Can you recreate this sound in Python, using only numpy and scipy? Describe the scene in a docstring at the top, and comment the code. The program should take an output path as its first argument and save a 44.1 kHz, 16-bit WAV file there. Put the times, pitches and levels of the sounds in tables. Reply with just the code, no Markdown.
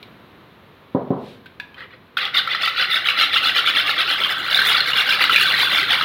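"""A light tap sounds in a hushed kitchen, then a dull double knock as something is set on the table.
A sleeve brushes past, and a wire whisk taps a big plastic bowl as it changes hands.
Then the whisk beats thin batter, about eight strokes a second: the wires chatter and slap on the wall,
the plastic rings briefly, the bowl drums softly on the table, and the batter gurgles and fizzes."""
import sys
import numpy as np
from scipy import signal
from scipy.fft import rfft, irfft
from scipy.io import wavfile
from scipy.ndimage import uniform_filter1d

SR = 44100
rng = np.random.default_rng(int(sys.argv[2]) if len(sys.argv) > 2 else 0)


def persist_wave(psi):
    """Save psi, clipped to +-1, as 16-bit WAV."""
    counts = np.round(np.clip(psi, -1, 1) * 32767).astype(np.int16)
    wavfile.write(sys.argv[1], SR, np.atleast_2d(counts).T)


N = 266449


def from_db(db):
    """Turn decibels into a number to multiply by."""
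    return 10 ** (np.asarray(db) / 20)


def rms_one(x):
    """Scale a sound to an average power of 1."""
    return x / np.sqrt(np.mean(x ** 2) + 1e-20)


def seconds():
    """The time of every sample."""
    return np.arange(N) / SR


def at_hz(points, hz):
    """Read between the rows of a table, giving every octave equal room."""
    known_hz, values = np.transpose(points)
    return np.interp(np.log(np.maximum(hz, 1)), np.log(known_hz), values)


def colour(x, spectrum, size=4096):
    """Turn each pitch up or down as a table of (pitch_hz, level_db) says."""
    gains = from_db(at_hz(spectrum, np.fft.rfftfreq(size, 1 / SR)))
    # minimum phase: the filter never rings before the sound arrives
    cepstrum = irfft(np.log(gains))
    cepstrum[1:size // 2] *= 2
    cepstrum[size // 2 + 1:] = 0
    return signal.oaconvolve(x, irfft(np.exp(rfft(cepstrum))))[:len(x)]


def low_cut(x, edge_hz):
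    """Remove the deep bass, which small surfaces cannot give off."""
    return signal.sosfilt(signal.butter(4, edge_hz, "high", fs=SR, output="sos"), x)


def ring(clicks, hz, fade_s):
    """Each click starts a pure tone that drops by 60 dB in fade_s."""
    decay, turn = from_db(-60 / (fade_s * SR)), 2 * np.pi * hz / SR
    return signal.lfilter([0, np.sin(turn)], [1, -2 * decay * np.cos(turn), decay ** 2], clicks + 1e-18)


def push(length_s, size=24000):
    """One smooth push, then silence; the samples add up to 1."""
    force = np.sin(np.pi * np.minimum((np.arange(size) + .5) / max(length_s * SR, 1), 1))
    return force / force.sum()


def add(out, start_s, sound):
    """Mix a sound in at the given time."""
    start = max(round(start_s * SR), 0)
    out[start:start + len(sound)] += sound[:max(N - start, 0)]


def steady(x, span_s):
    """Even out loudness changes slower than span_s, keeping the finer grain."""
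    span = int(span_s * SR)
    power = uniform_filter1d(uniform_filter1d(rms_one(x) ** 2, span), span)
    return x / np.std(x) / np.sqrt(np.abs(power) + 1e-4)


def random_clicks(per_s, spread_db):
    """Clicks at random moments with uneven strengths."""
    return (rng.random(N) < per_s / SR) * from_db(spread_db * np.clip(rng.standard_normal(N), -2, 2))


def follow(force, level_db, db_per_db):
    """A gain near level_db at an ordinary stroke: it grows with force and stops as the wires lift."""
    ordinary_force, lift_off_force = from_db(-16.5), from_db(-60)
    touching = force ** 2 / (force ** 2 + lift_off_force ** 2)
    return from_db(level_db) * (force / ordinary_force) ** db_per_db * touching


# the tone of the quiet room: pitch_hz, level_db
HUSH_SPECTRUM = [(25, -34), (70, -1), (140, 3), (440, -1.5), (800, -8), (1000, -4.5), (1600, -8.5),
                 (2600, -13), (4000, -15), (4700, -27.5), (5700, -34), (8000, -42.5), (12500, -31.5),
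                 (16000, -34)]

def room_tone():
    """The steady hush of the kitchen, sinking a little."""
    level_db = -47.5 + np.interp(seconds(), [0, .9, 2], [1.2, -1.2, -2.5])
    return from_db(level_db) * rms_one(colour(rng.standard_normal(N), HUSH_SPECTRUM))


# how long the kitchen's echo takes to drop by 60 dB: pitch_hz, fade_s
ECHO_FADES = [(100, 1), (300, 0.61), (1000, 0.47), (3000, 0.39), (7000, 0.32), (15000, 0.36)]

def echoes(build_s, size=24000, bands=9):
    """The kitchen's answer to a click: a wash of echoes builds up, then the highs die before the lows."""
    t, hz = np.arange(size) / SR, np.fft.rfftfreq(size, 1 / SR)
    white, centres = rfft(rng.standard_normal(size)), np.geomspace(80, 16000, bands)
    tail = 0
    for centre, share in zip(centres, np.eye(bands)):
        band = irfft(white * at_hz(np.c_[centres, share], hz), size)
        tail = tail + band * from_db(-60 * t / at_hz(ECHO_FADES, centre))
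    tail = tail * (1 - np.exp(-(t / build_s) ** 2))
    return tail / np.linalg.norm(tail)


# the tone of rubbing wool: pitch_hz, level_db
WOOL_SPECTRUM = [(800, -11), (2000, -3), (3800, 1.5), (5000, -11), (7000, -22.5), (10000, -21),
                 (16000, -27)]

def sleeve():
    """A woollen sleeve brushes past close by."""
    swell = np.exp(-((seconds() - 1.29) / .08) ** 2)
    return from_db(-49) * swell * rms_one(colour(rng.standard_normal(N), WOOL_SPECTRUM))


# blows on the table: start_s, strength_db, contact_s
TABLE_BLOWS = [(0.9482, -4, 0.001), (1.1044, -4.5, 0.0012)]
# the notes of the table top: pitch_hz, level_db, fade_s
TABLE_NOTES = [(136.2, -22, 0.43), (181, -22.5, 0.4), (253, 3.5, 0.012), (268, -14, 0.15),
               (400, -17.5, 0.24), (515, -18, 0.21), (566, -15.5, 0.25), (745, -18, 0.12),
               (987, -7.5, 0.066), (1230, -27, .05)]
# the tone of the room's boom: pitch_hz, level_db
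BOOM_SPECTRUM = [(35, -62), (60, -31), (127, -14), (223, -7), (259, -0.5), (301, -10.5), (389, -2.5),
                 (649, -9), (700, -6.5), (864, -13.5), (975, -10), (2200, -43.5), (2860, -79), (4840, -120)]

def knocks():
    """A blunt blow thumps the table top, the hard faces tick, and the whole room booms after it."""
    out = np.zeros(N)
    for start_s, strength_db, contact_s in TABLE_BLOWS:
        force = push(contact_s)
        thump = sum(from_db(db) * ring(force, hz, fade_s) for hz, db, fade_s in TABLE_NOTES)
        boom = colour(echoes(build_s=.0018), BOOM_SPECTRUM)
        boom = from_db(15) * boom / np.linalg.norm(boom)
        tick = from_db(-35) * clack(1600, fade_s=.03, crack_db=5)
        add(out, start_s, from_db(strength_db) * (low_cut(thump, edge_hz=134) + boom + tick))
    return out


# light taps of the whisk: start_s, peak_db, pitch_hz, crack_db, cage_db
WHISK_TAPS = [(0.028, -28, 3860, 16, -18), (1.459, -32, 1545, -2, -12), (1.465, -38, 2280, 2, -12),
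              (1.5996, -15, 1665, -4, -7), (1.744, -31.5, 3090, -4, -2), (1.78, -37, 3850, -4, -5),
              (1.806, -27.5, 1900, -17, -9)]
# the notes of the whisk's wire cage: pitch_hz, level_db, fade_s
CAGE_NOTES = [(976, -18, 0.24), (1710, -12, 0.11), (2500, 1, 0.02), (2620, -15, 0.054), (3500, -16, 0.08),
              (3830, -26, 0.12), (4630, -25, .06), (9800, -59, .04), (13750, -28, 0.01),
              (14400, -34, 0.087)]

def taps():
    """Lone taps on the bowl leave the wire cage free to ring."""
    out, touch = np.zeros(N), push(.00002)
    cage = sum(from_db(db) * ring(touch, hz, fade_s) for hz, db, fade_s in CAGE_NOTES)
    for start_s, peak_db, hz, crack_db, cage_db in WHISK_TAPS:
        sound = clack(hz, fade_s=.04, crack_db=crack_db) + from_db(cage_db) * cage
        add(out, start_s, from_db(peak_db) * sound / np.abs(sound).max())
    return out


# the low notes of the bowl standing on the table: pitch_hz, level_db, fade_s
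BOWL_LOW_NOTES = [(84, 0.5, 0.14), (135.7, 2, 1), (175, 4.5, 0.041), (269, -8, 0.21), (417, -8.5, 0.68),
                  (511.3, 5.5, 0.19), (564, -4, 0.055), (790, -19, 0.039)]
# rocking at an ordinary stroke, freer as the hand on the rim loosens: time_s, level_db
ROCKING_LEVELS = [(2.3, -48), (3.2, -51.5), (4.5, -47.5), (5.2, -45), (6.04, -44)]

def rocking(force):
    """The strokes jostle the bowl on the table, and its low notes drum softly."""
    jolts = random_clicks(per_s=140, spread_db=-.5) * rng.choice([-1, 1], N)
    drum = sum(from_db(db) * ring(jolts, hz, fade_s) / np.sqrt(fade_s)
               for hz, db, fade_s in BOWL_LOW_NOTES)
    level_db = np.interp(seconds(), *np.transpose(ROCKING_LEVELS))
    return follow(force, level_db, db_per_db=.16) * steady(low_cut(drum, edge_hz=97), span_s=.065)


# the tone of the batter's bubbles and folds: pitch_hz, level_db
GURGLE_SPECTRUM = [(150, -4), (270, 2), (450, 8), (600, 1.5), (770, 10.5), (950, 1.5), (1200, -1)]

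def gurgle(bowl_gain, per_s=110, cycles=7, rise=.12):
    """Air pockets folded into the batter ring for a few cycles, rising in pitch as they close."""
    bubbles, t = np.zeros(N), np.arange(2500) / SR
    for when, pitch, strength in rng.random((int(per_s * N / SR), 3)):
        hz = 220 + 950 * pitch
        age = t * hz / cycles
        glide = 1 + rise * np.minimum(age, 3) / 2
        bubble = np.sin(2 * np.pi * hz * t * glide) * age * np.exp(-2 * age)
        add(bubbles, when * N / SR, from_db(9.9 * strength) * np.sqrt(hz) * bubble)
    air_db = np.interp(seconds(), [2.9, 3.7, 5.2], [-5, 0, 1])  # louder as air is beaten in
    slosh = bowl_gain ** .52  # the batter keeps moving between strokes
    return from_db(-30 + air_db) * slosh * steady(colour(bubbles, GURGLE_SPECTRUM), span_s=.098)


# the tone of the fizz: pitch_hz, level_db
FIZZ_SPECTRUM = [(3000, -12), (6000, -3), (7300, -6.5), (8150, -9), (8800, -1.5), (10000, -2),
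                 (11300, -5.5), (12500, -2), (15800, -3.5)]

def fizz(force, extra_db):
    """Wires tick against each other while tiny bubbles burst in the batter."""
    ticks = chatter(per_s=700, low_hz=5500, high_hz=16000, swell_s=.0014, spread_db=5.5, tones=3)
    pops = random_clicks(per_s=900, spread_db=5)
    bursts = signal.lfilter([1], [1, -np.exp(-1 / (.002 * SR))], pops + 1e-18)  # 2 ms tails
    grains = from_db(-1.5) * ticks + rms_one(bursts * rng.standard_normal(N))
    froth_db = 1.3 * (seconds() - 4)  # the fizz grows as air is beaten in
    gain = follow(force, -37.7 + froth_db + extra_db, db_per_db=1.12)
    return gain * steady(colour(grains, FIZZ_SPECTRUM), span_s=.018)


# the pitch the wires favour, set by where they touch: time_s, pitch_hz
CONTACT_PITCHES = [(2.15, 3170), (2.65, 3210), (2.8, 2720), (2.94, 3680), (3.1, 2950), (3.36, 3140),
                   (3.7, 3200), (4.01, 2950), (4.35, 3250), (4.8, 3300), (5.25, 2660), (5.65, 3100),
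                   (6.04, 3180)]

def favoured_hz(times_s, fall_hz_per_s=4600):
    """The wires' favoured pitch slides down through each stroke."""
    middles = np.transpose(WHISK_STROKES)[0]
    nearest = middles[np.abs(times_s[:, None] - middles).argmin(axis=1)]
    return np.interp(times_s, *np.transpose(CONTACT_PITCHES)) - fall_hz_per_s * (times_s - nearest)


def chatter(per_s, low_hz, high_hz, swell_s, spread_db, favour_db=0, tones=1):
    """Each contact lands on another spot and rings briefly and softly at its own pitch."""
    out, t = np.zeros(N), np.arange(900) / SR
    events = int(per_s * N / SR)
    starts = rng.uniform(0, N / SR, events)
    pitches = rng.uniform(low_hz, high_hz, (events, tones))
    levels_db = spread_db * np.clip(rng.standard_normal((events, tones)), -2, 2)
    levels_db += favour_db * np.exp(-((pitches - favoured_hz(starts)[:, None]) / 380) ** 2)
    swells = swell_s * from_db(4 * rng.standard_normal((events, 1)))
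    shapes = t / swells * np.exp(-t / swells) / np.sqrt(swells) * (1 - t / t[-1])
    for start_s, hz, gain, shape in zip(starts, pitches, from_db(levels_db), shapes):
        add(out, start_s, shape * (gain @ np.sin(2 * np.pi * hz[:, None] * t)))
    return rms_one(out)


# the most lasting notes of the bowl's wall: pitch_hz, level_db, fade_s
WALL_NOTES = [(1340, -33.5, 0.32), (3534, -21, 0.025)]

def wall_rattle():
    """The wet wires hit the wall and slide between hits; the wall rings on at its own pitches."""
    hits = chatter(per_s=2200, low_hz=200, high_hz=6500, swell_s=.0025, spread_db=4.4, favour_db=6.5)
    scrape = hits + from_db(-13) * rng.standard_normal(N)
    return scrape + sum(from_db(db) * rms_one(ring(scrape, hz, fade_s)) for hz, db, fade_s in WALL_NOTES)


# the tone of the plastic where the strokes begin, and where they move to: pitch_hz, level_db
FIRST_WALL_SPECTRUM = [(130, -29), (350, -28.5), (780, -17), (950, -29), (1130, -8), (1340, 0), (1680, -6),
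                       (1950, -1), (2200, -7), (2550, -14.5), (4000, -58.5)]
SECOND_WALL_SPECTRUM = [(125, -21.5), (330, -22.5), (780, -16.5), (930, -15.5), (1130, -7), (1340, 1),
                        (1600, 3.5), (1780, -5), (2150, -4.5), (2550, -18), (4000, -49.5)]

def plastic(rattle):
    """The hollow voice of the wall, fuller once the strokes move to another part of the bowl."""
    moved = np.clip((seconds() - 4.15) / .083, 0, 1)
    first = rms_one(colour(rattle, FIRST_WALL_SPECTRUM))
    second = rms_one(colour(rattle, SECOND_WALL_SPECTRUM))
    return steady((1 - moved) * first + moved * second, span_s=.02)


# the tone of the struck wires: pitch_hz, level_db
WIRE_SPECTRUM = [(1200, -39.5), (1950, -4), (2250, 0), (2520, -6), (2850, -2.5), (3150, -6.5), (3520, 1),
                 (4100, -1.5), (4500, -10.5), (4800, -11.5), (5400, -19.5), (5900, -29.5), (7500, -46.5)]

def wires(rattle):
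    """The bright voice of the wires as they rattle over the wall."""
    return steady(colour(rattle, WIRE_SPECTRUM), span_s=.011)


def clack(hz, fade_s, crack_db):
    """One hard hit: the struck spot swells and rings briefly under a short crack."""
    t = np.arange(24000) / SR
    spot = np.sin(2 * np.pi * hz * t) * from_db(-60 * t / fade_s) * (1 - np.exp(-t / .0007))
    burst = rng.standard_normal(len(t)) * np.exp(-t / .0054)
    crack = colour(burst, WIRE_SPECTRUM) + from_db(-25.5) * colour(burst, FIZZ_SPECTRUM)
    sound = spot / np.abs(spot).max() + from_db(crack_db) * crack / np.abs(crack).max()
    return sound / np.abs(sound).max()


# a wire slaps the wall hard: start_s, peak_db, pitch_hz
HARD_SLAPS = [(2.1704, -10, 1480), (2.2518, -11, 3330), (2.3425, -17, 3700), (2.3719, -4, 3610),
              (2.4745, -12, 1340), (2.5481, -12.5, 1317), (2.6756, -10, 1317), (3.0864, -7, 2300),
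              (3.3603, -12, 1387), (3.8934, -9.5, 1358), (4.236, -7, 3140), (4.2466, -9, 3270),
              (4.5451, -5, 3690), (4.59, -6.5, 1580), (4.6173, -6, 1570), (4.745, -9.5, 1376),
              (4.805, -6, 4190), (4.9326, -6.5, 2890), (5.0914, -7.5, 1500), (5.2073, -12, 1290),
              (5.2394, -6.5, 2060), (5.2953, -3.5, 1360), (5.3597, -1, 2460), (5.456, -9.5, 1530),
              (5.5399, -6.5, 1870), (5.8297, -13, 1970), (6.0106, -7.5, 1287)]

def slaps(bowl_gain, strays_per_s=5):
    """Hard slaps stand out of the chatter; lighter ones come by chance, as strong as the stroke allows."""
    out = np.zeros(N)
    for start_s, peak_db, hz in HARD_SLAPS:
        add(out, start_s, from_db(peak_db) * clack(hz, fade_s=.034, crack_db=-5))
    for when, spot in rng.random((int(strays_per_s * N / SR), 2)):
        hz = 1360 + 364 * spot ** 2  # mostly the wall's lower notes
        hit = clack(hz, fade_s=.045, crack_db=-10)
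        add(out, when * N / SR, from_db(8.5) * bowl_gain[int(when * N)] * hit)
    return out


def leaps(landing_s=2.169, lifted_s=.1, leap_s=.011, leap_db=-4):
    """The force stops as the whisk hangs before the beating, and dips as the wires leap before a slap."""
    t = seconds()
    leaping = sum((t > slap_s - leap_s) & (t < slap_s) for slap_s, _, _ in HARD_SLAPS) > 0
    lifted = (t > landing_s - lifted_s) & (t < landing_s)
    return np.abs(uniform_filter1d(from_db(leap_db * leaping) * ~lifted, size=64))


# the whisk dragging through the batter between strokes: time_s, force_db
DRAG_FORCES = [(2.15, -91), (2.33, -60), (2.45, -36), (3.2, -30), (4.1, -27.5), (4.45, -30), (5.3, -26.5),
               (6.04, -30)]
# sweeps along the wall, fizzier when they cut deep: middle_s, length_s, force_db, extra_fizz_db
WHISK_STROKES = [(1.811, 0.064, -45.5, 3), (1.93, .041, -52.5, -3), (2.178, 0.033, -22.5, 1.5),
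                 (2.236, 0.071, -24.5, -3), (2.373, 0.047, -15, -2), (2.53, 0.053, -22, -5.5),
                 (2.653, 0.07, -19.5, 0.5), (2.809, 0.07, -19, -3.5), (2.942, 0.068, -18.5, 1),
                 (3.085, 0.054, -17.5, -1), (3.216, 0.064, -15, -1.5), (3.359, 0.05, -15, -2.5),
                 (3.468, .069, -18, 1), (3.578, 0.046, -16.5, -0.5), (3.683, 0.045, -15.5, -2.5),
                 (3.782, 0.057, -16.5, -2), (3.891, 0.05, -19, 1), (4.003, 0.045, -17.5, -3.5),
                 (4.113, .058, -19.5, 0), (4.232, .075, -22, 2), (4.31, 0.036, -23, 5.5),
                 (4.394, 0.037, -30.5, 10.5), (4.463, 0.045, -30.5, 10), (4.568, 0.11, -17, 1),
                 (4.689, 0.074, -17, 7), (4.755, 0.097, -17.5, -5.5), (4.893, 0.061, -22, 3),
                 (4.99, 0.062, -16.5, -1.5), (5.112, .075, -16.5, -1.5), (5.227, 0.05, -14.5, -2),
                 (5.349, 0.076, -15, -1.5), (5.419, 0.045, -16.5, 4), (5.502, 0.11, -19.5, -0.5),
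                 (5.617, 0.076, -17, 1), (5.761, 0.13, -18, -1.5), (5.923, 0.056, -15, -4.5),
                 (6.02, 0.1, -23, -2)]

def strokes():
    """The wires' force on the wall and the extra fizz in dB: each sweep swells and fades over the drag."""
    t = seconds()
    power = from_db(np.interp(t, *np.transpose(DRAG_FORCES))) ** 2
    weighted_fizz = -2.5 * power  # dragging stirs up less fizz than sweeping
    for middle_s, length_s, force_db, extra_fizz_db in WHISK_STROKES:
        near = np.abs(t - middle_s) < 1.5 * length_s
        steepness = 2.6 + (.04 / length_s) ** 2  # short jabs start more abruptly
        distance = np.abs(2 * (t[near] - middle_s) / length_s)
        sweep = from_db(force_db) ** 2 * np.exp(-distance ** steepness)
        power[near] += sweep
        weighted_fizz[near] += extra_fizz_db * sweep
    return np.sqrt(power), weighted_fizz / power


def whisking():
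    """One force drives bowl, wires and batter: light contact sounds hollow, hard contact bright."""
    force, extra_fizz_db = strokes()
    force = force * leaps()
    bowl_gain = follow(force, level_db=-22, db_per_db=.57)
    rattle = wall_rattle()
    beating = bowl_gain * plastic(rattle) + force * wires(rattle)
    batter = fizz(force, extra_fizz_db) + gurgle(bowl_gain)
    return beating + batter + rocking(force) + slaps(bowl_gain)


def scene():
    """The bowl close by, the kitchen around it."""
    bowl = whisking() + taps()
    kitchen = from_db(-6.5) * signal.oaconvolve(bowl, echoes(build_s=.001))[:N]
    return (bowl + kitchen + knocks() + sleeve() + room_tone())[None]


def record(dry, ceiling=.95, cutoff_hz=15850):
    """Round off the tallest peaks and cut the very highest pitches."""
    rounded = dry / (1 + np.abs(dry / ceiling) ** 6) ** (1 / 6)
    return signal.sosfilt(signal.ellip(12, .1, 70, cutoff_hz, fs=SR, output="sos"), rounded)


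dry = scene()
out = record(dry)
persist_wave(out)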